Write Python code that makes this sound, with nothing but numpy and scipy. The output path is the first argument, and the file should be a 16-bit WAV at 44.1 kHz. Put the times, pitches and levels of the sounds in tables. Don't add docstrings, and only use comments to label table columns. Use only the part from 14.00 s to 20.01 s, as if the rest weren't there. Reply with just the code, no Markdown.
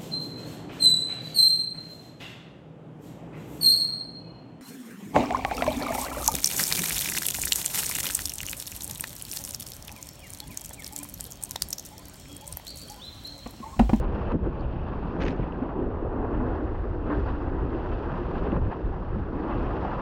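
import sys
import numpy as np
from scipy import signal
from scipy.fft import rfft, irfft, next_fast_len
from scipy.io import wavfile

SR = 44100
rng = np.random.default_rng(int(sys.argv[2]) if len(sys.argv) > 2 else 0)


def materialize(psi):
    bounded = np.clip(np.atleast_2d(psi).T, -1, 1)
    quanta = np.round(bounded * 32767).astype(np.int16)
    wavfile.write(sys.argv[1], SR, quanta)


N = 265040
RUN_IN = 8192

# time_s, thud_db, drum_db, low_tilt_db_per_octave
HULL_WATER = [(0.0, -38.5, -32.5, -1), (0.32, -34.5, -37.5, -1.5), (0.52, -35, -40.5, -5.5),
              (0.7, -39, -39, -5.5), (1.27, -33.5, -38, 4.5), (1.5, -40.5, -37.5, 4.5),
              (1.76, -41, -35, 7.5), (1.89, -41.5, -42.5, -2.5), (2.09, -36.5, -38, 4),
              (2.2, -46, -31.5, 5), (2.39, -45.5, -28.5, 5.5), (2.6, -44.5, -32.5, 1),
              (2.88, -42, -38.5, -5), (3.18, -46.5, -33.5, 7.5), (4.03, -41.5, -35.5, -3),
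              (4.54, -31.5, -32.5, 1.5), (4.67, -49.5, -40.5, -7), (4.87, -40, -37.5, -2.5),
              (5.15, -45, -43, 3), (5.39, -37.5, -33.5, 1.5), (5.57, -40.5, -30.5, 9.5),
              (6.01, -39, -38, -1)]
# centre_s, length_s, buffet_lift_db, thud_lift_db, drum_lift_db,
# low_tilt_db_per_octave
CHOP_SLAPS = [(.345, 0.035, 5.5, 9.5, 10.5, 1), (.465, 0.065, 7, 3, 7.5, -3.5),
              (1.24, 0.15, -1.5, 0, 12.5, 3), (1.33, 0.037, -6.5, -1, 3, -7),
              (1.399, 0.0096, 5, 13.5, 11, -5.5), (1.43, 0.037, 7.5, 6, -1, -1.5),
              (1.625, 0.047, 5, 6, -4, -0.5), (1.85, 0.13, 5.5, 5, 10.5, 1.5),
              (2.04, 0.091, 3.5, -17.5, 8, -4.5), (2.185, 0.049, 2.5, 3, 1, 7),
              (2.37, 0.06, 2.5, 7, -4.5, 0), (3.115, 0.17, -3, 8.5, 3.5, -5), (3.635, .06, 6, 8, 2.5, 3.2),
              (4.13, 0.058, -0.5, 9.5, -9, 4), (4.53, 0.012, -6, 1, 13, 0.5),
              (4.575, 0.028, 1, 10.5, 8.5, -2.5), (4.68, 0.054, -4.5, 18, 8, 1.5),
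              (5.165, 0.091, -2.5, 11.5, 7, -2.5), (5.75, 0.03, 0, -4, 8, 1)]
# frequency_hz, level_db
SPRAY_SPECTRUM = [(1500, -11), (2100, -8.5), (2600, 2), (3000, -4), (3400, -8), (3900, -13.5),
                  (4600, -15.5), (5400, -21.5), (6400, -30), (7500, -40.5), (10000, -66)]


def buffet():
    # frequency_hz, level_db
    spectrum = [(12, -41.5), (20, -2.5), (54, -0.5), (125, -9.5), (160, -25), (280, -120)]
    # time_s, level_db
    rumble_levels = [(0.0, -25.5), (0.13, -31.5), (0.33, -30), (0.55, -31.5), (0.8, -30), (1.0, -33.5),
                     (1.17, -35), (1.22, -25.5), (1.66, -40), (2.44, -26.5), (2.59, -35), (2.71, -27),
                     (3.06, -31), (3.1, -36), (3.18, -24.5), (3.85, -34.5), (3.95, -28.5), (4.0, -38.5),
                     (4.03, -31), (4.5, -32), (4.63, -22.5), (4.7, -18.5), (4.74, -41), (4.85, -29),
                     (5.04, -34), (5.15, -24.5), (5.46, -37.5), (5.61, -26.5), (5.89, -34), (6.01, -32)]
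    level_db, = curves(rumble_levels)
    lift_db, _, _, _ = swells(CHOP_SLAPS)
    eddies = rng.standard_normal(N) * from_db(1.1 * drift(3.5))
    return from_db(level_db + lift_db) * coloured(eddies, spectrum)


def thuds():
    pitch_hz, width_hz = 157.8, 90
    level_db, _, _ = curves(HULL_WATER)
    _, lift_db, _, _ = swells(CHOP_SLAPS)
    chop = rng.standard_normal(RUN_IN + N)
    bending = resonance(resonance(chop, pitch_hz, width_hz), pitch_hz, 2 * width_hz)[RUN_IN:]
    return from_db(level_db + lift_db) * damped(bending)


def drumming(surge_db):
    # pitch_hz, width_hz, level_db
    modes = [(245.3, 77, -3.5), (336.3, 78, 0.5), (383, 71.6, 1.5), (479.5, 150, -7.5)]
    _, level_db, tilt = curves(HULL_WATER)
    _, _, lift_db, slap_tilt = swells(CHOP_SLAPS)
    water = rng.standard_normal(RUN_IN + N)
    water[RUN_IN:] += 0.46 * grains(300, spread_db=5.0)
    out = 0
    for k, (hz, width_hz, db) in enumerate(modes):
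        mode = resonance(resonance(water, hz, width_hz), hz, 3.6 * width_hz)[RUN_IN:]
        lean_db = (tilt + slap_tilt) * np.log2(330 / hz)
        out += (-1) ** k * mode * from_db(db + lean_db + 0.16 * surge_db + 0.81 * drift(3.2))
    return from_db(level_db + lift_db) * damped(out)


def gulps():
    # centre_s, length_s, peak_db, pitch_hz (half a length before the centre),
    # later_pitch_hz (half a length after it)
    pockets = [(.352, .025, -21, 218, 286), (0.473, 0.028, -24.5, 322, 343),
               (1.627, 0.018, -20.5, 250, 269), (1.828, 0.049, -28.5, 246, 263),
               (2.189, 0.042, -27, 235, 272), (2.291, 0.12, -33, 234, 289), (2.372, 0.097, -30.5, 292, 325),
               (2.422, 0.05, -28, 259, 253), (2.478, 0.069, -28.5, 245, 268), (2.63, 0.033, -29, 300, 312),
               (3.123, .05, -24, 295, 297)]
    out, t = np.zeros(N), np.arange(N) / SR
    for (centre_s, length_s, db, hz, later_hz), phase in zip(pockets, rng.random(len(pockets))):
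        along = (t - centre_s) / length_s
        cycles = phase + length_s * ((hz + later_hz) * along + (later_hz - hz) * along ** 2) / 2
        out += from_db(db) * np.exp(-(2 * along) ** 2) * np.sin(2 * np.pi * cycles)
    return out


def breaking_wave(surge_db):
    # frequency_hz, level_db
    rush_spectrum = [(300, -12.5), (520, -0.5), (700, 0), (850, 1), (1000, 0), (1300, -5), (1700, -11),
                     (2100, -20.5), (2600, -44.5)]
    # time_s, rush_db, hiss_db, hiss_brightness_db_per_octave
    course = [(0.0, -41, -54.5, 3), (0.08, -38.5, -60, -5), (0.17, -36.5, -56, -1), (0.3, -38, -55.5, -4.5),
              (0.37, -41.5, -66, 0), (0.5, -37, -56, -2.5), (0.69, -41, -60.5, -3), (1.29, -40.5, -59, 0.2),
              (1.61, -38.5, -63, -4.5), (2.07, -37.5, -70.5, -8.5), (2.29, -38, -65.5, -1.5),
              (2.49, -36.5, -61, -1), (2.83, -44.5, -67, 3), (3.05, -43.5, -65.5, 0), (3.15, -42, -62.5, 3),
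              (3.27, -41.5, -59.5, 3.5), (3.55, -40, -64, 0), (3.85, -40.5, -59, 1.5),
              (4.2, -41, -60.5, 3.5), (4.37, -37.5, -55, -1), (4.54, -38.5, -61, 0.3),
              (4.72, -45, -63.5, 1.5), (4.95, -43.5, -65.5, 3), (5.32, -43.5, -64.5, 1.5),
              (5.5, -35, -57.5, 0), (5.58, -38, -56, -1), (5.7, -35.5, -56, 0), (5.78, -35.5, -55.5, -0.5),
              (5.87, -34.5, -55.5, 0.5), (6.01, -35, -54.5, -0.5)]
    # centre_s, length_s, rush_lift_db, hiss_lift_db
    splashes = [(.29, 0.034, 3.5, 0.5), (.32, 0.032, 10, 3.5), (.455, 0.031, 8.5, 4), (1.23, .08, 5.5, -4),
                (1.4, .012, 2, 2), (1.43, 0.037, 1, 8), (2.14, 0.081, 3.5, 2.5), (2.25, 0.045, 2.5, 4),
                (2.35, .06, 1.5, 4.5), (2.55, .04, 0.5, 1.5), (3.12, 0.099, 8.5, 9), (3.285, 0.05, 5, 6.5),
                (3.93, 0.04, 3.5, 8.5), (4.125, 0.12, 3.5, 3), (4.18, 0.043, -0.5, 4),
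                (4.47, 0.035, 2.5, 4), (4.525, 0.017, 6, 4), (4.565, 0.018, 7, 5.5), (4.65, .02, 3, 2.5),
                (4.725, 0.038, 10.5, 10), (5.52, 0.059, 3, 4.5)]
    rush_db, hiss_db, brightness = curves(course)
    rush_lift_db, hiss_lift_db = swells(splashes)
    rush = foam(rush_spectrum, 280 * 2 ** np.arange(0, 3.6, .5), surge_db, .5 * brightness,
                pops_per_s=2300, crackle=0.33, flicker_db=1.5, flicker_ratio=1.0)
    hiss = foam(SPRAY_SPECTRUM, 1400 * 2 ** np.arange(0, 3.1, .5), surge_db,
                brightness - 0.78 * hiss_lift_db,
                pops_per_s=3900, crackle=0.32, flicker_db=2.5, flicker_ratio=0.87)
    return from_db(rush_db + rush_lift_db) * rush + from_db(hiss_db + hiss_lift_db) * hiss


def foam(spectrum, bands_hz, surge_db, brightness, pops_per_s, crackle, flicker_db, flicker_ratio):
    bursts = rng.standard_normal(N) + crackle * grains(pops_per_s, spread_db=7.0)
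    size = next_fast_len(N)
    bins, octaves, out = rfft(bursts, size), np.log2(bin_hz(size)), 0
    for k, hz in enumerate(bands_hz):
        window = np.cos(np.pi * np.clip(octaves - np.log2(hz), -.5, .5)) ** 2
        lean_db = brightness * np.log2(hz / bands_hz[2])
        motion_db = flicker_ratio ** k * (surge_db + flicker_db * drift(34.0))
        out += irfft(bins * window, size)[:N] * from_db(lean_db + motion_db)
    return coloured(out, spectrum)


def port_wash(attack_s=0.019):
    # start_s, loss_db, drain_s
    washes = [(0.349, 8, 0.2), (.485, 3.5, .05), (4.585, 6, 0.029)]
    start_s, loss_db, drain_s = np.transpose(washes)
    since_s = np.maximum(np.arange(N)[:, None] / SR - start_s, 0)
    cover = np.minimum(since_s / attack_s, 1) * np.exp(-(since_s / drain_s) ** 2)
    return from_db(-cover @ loss_db)


def spray_sheet(start_s=1.19, rise_s=.025, hold_s=.095, fall_s=.025, bed_db=-58):
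    # frequency_hz, level_db
    spectrum = [(500, -9), (1200, 5), (2600, 5.5), (4000, -7.5), (6500, -17.5), (8000, -44.5), (11000, -45),
                (13000, -59)]
    # centre_s, level_db, length_s
    gushes = [(1.207, -43, 0.0055), (1.215, -39, 0.0047), (1.222, -33.5, 0.0084), (1.23, -43, 0.0033),
              (1.236, -39, 0.0041), (1.254, -38.5, 0.0051), (1.265, -37, 0.0052), (1.275, -40, .004),
              (1.284, -33.5, 0.0072), (1.298, -42, 0.0033), (1.308, -46, 0.0067), (1.325, -53, .012)]
    t = np.arange(N) / SR
    corners_s = start_s + np.cumsum([0, rise_s, hold_s, fall_s])
    level = from_db(bed_db) * np.interp(t, corners_s, [0, 1, 1, 0])
    for centre_s, db, length_s in gushes:
        level += from_db(db) * np.exp(-2 * np.abs(t - centre_s) / length_s)
    clatter = rng.standard_normal(N) * from_db(1.2 * drift(120.0))
    return level * coloured(clatter, spectrum)


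def drops():
    # start_s, level_db, pitch_hz, crack_gain
    hits = [(0.148, -43, 3300, 0.1), (0.149, -50, 5200, 0), (0.316, -42, 3000, 0), (0.319, -32, 2600, 0.04),
            (0.3205, -39, 3900, 0), (0.321, -55, 5600, 0.1), (0.342, -54, 5500, .3), (0.5955, -43, 4400, 0),
            (0.608, -37.5, 4500, 0.06), (0.6085, -59, 6800, 0), (1.2148, -52, 2680, 0.5),
            (1.2205, -44, 2660, 0.1), (1.229, -42, 5500, .2), (1.236, -44, 3220, 0.9),
            (1.2517, -33.5, 6470, 0.1), (1.265, -51, 4200, .9), (1.268, -33, 2100, 0),
            (1.281, -42, 6200, .3), (1.2845, -41, 4800, 0.1), (1.292, -44, 3350, 0.6),
            (1.3068, -32, 4150, 0.1), (1.3145, -42, 5200, .1), (1.319, -48, 7300, 0.1),
            (1.3245, -45, 5200, 0.1), (1.3635, -52, 6300, 0.1), (1.364, -50, 4600, 0),
            (1.523, -29.5, 2790, 0), (3.924, -39, 2650, 0), (3.943, -49, 4400, 0.03), (3.097, -50, 4400, 0),
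            (3.252, -48, 4700, 0), (3.266, -49, 4500, 0), (3.283, -51, 4600, 0), (3.305, -42, 3150, 0),
            (4.119, -34, 2600, 0), (4.142, -43, 2700, 0.05), (4.519, -27.5, 2720, 0.01),
            (5.41, -47, 4500, 0), (5.582, -46, 4400, 0)]
    out, t = np.zeros(N), np.arange(400) / SR
    for start_s, db, hz, crack_gain in hits:
        at = round(start_s * SR)
        ring = np.sin(2 * np.pi * hz * t) * np.exp(-t / .0009) * (1 - np.exp(-t / .0004)) ** 3
        crack = rng.standard_normal(len(t)) * np.exp(-t / 0.0029) * (1 - np.exp(-t / .0001))
        out[at:at + len(t)] += from_db(db) * (ring + crack_gain * crack)
    return signal.sosfilt(signal.butter(4, 7000, fs=SR, output="sos"), out)


def far_surf(level_db=-68):
    return from_db(level_db) * coloured(rng.standard_normal(N), SPRAY_SPECTRUM)


def from_db(db):
    return 10 ** (np.asarray(db) / 20)


def unit_rms(x):
    return x / np.sqrt(np.mean(x ** 2) + 1e-20)


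def curves(rows):
    time_s, *columns = np.transpose(rows)
    return [np.interp(np.arange(N) / SR, time_s, column) for column in columns]


def swells(rows):
    centre_s, length_s, *columns = np.transpose(rows)
    bells = np.exp(-(2 * (np.arange(N)[:, None] / SR - centre_s) / length_s) ** 2)
    return [bells @ column for column in columns]


def drift(rate_hz):
    pole = np.exp(-80 * np.pi * rate_hz / SR)
    slow = signal.lfilter([1], [1, -2 * pole, pole * pole], rng.standard_normal(N // 40 + 2002))[2000:]
    return np.interp(np.arange(N) / 40, np.arange(len(slow)), unit_rms(slow))


def grains(per_s, spread_db):
    sizes = from_db(spread_db * np.minimum(rng.exponential(1, N), 5)) * rng.choice([-1, 1], N)
    return unit_rms(sizes * (rng.random(N) < per_s / SR))


def bin_hz(size):
    return np.maximum(np.arange(size // 2 + 1) * SR / size, 1)


def coloured(x, spectrum):
    hz, db = np.transpose(spectrum)
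    size = next_fast_len(N)
    eq_db = np.interp(np.log(bin_hz(size)), np.log(hz), db, -120, -120)
    return unit_rms(irfft(rfft(x, size) * from_db(eq_db), size)[:N])


def resonance(x, hz, width_hz):
    r = np.exp(-np.pi * width_hz / SR)
    gain = (1 - r * r) / 2
    return signal.lfilter([gain, 0, -gain], [1, -2 * r * np.cos(2 * np.pi * hz / SR), r * r], x)


def damped(x):
    return unit_rms(signal.sosfilt(signal.butter(2, 1200, fs=SR, output="sos"), x))


def scene():
    surge_db = 1.2 * drift(42.0)
    wave = port_wash() * breaking_wave(surge_db)
    hull = thuds() + drumming(surge_db)
    surf = far_surf()
    return (buffet() + hull + gulps() + wave + spray_sheet() + drops() + surf)[None]


def record(dry):
    ceiling, hiss_db, cutoff_hz = .3, -101, 13500
    hiss = from_db(hiss_db) * rng.standard_normal(dry.shape)
    rounded = ceiling * np.tanh(dry / ceiling)
    return signal.sosfilt(signal.cheby2(10, 40, cutoff_hz, fs=SR, output="sos"), rounded + hiss)


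dry = scene()
out = record(dry)
materialize(out)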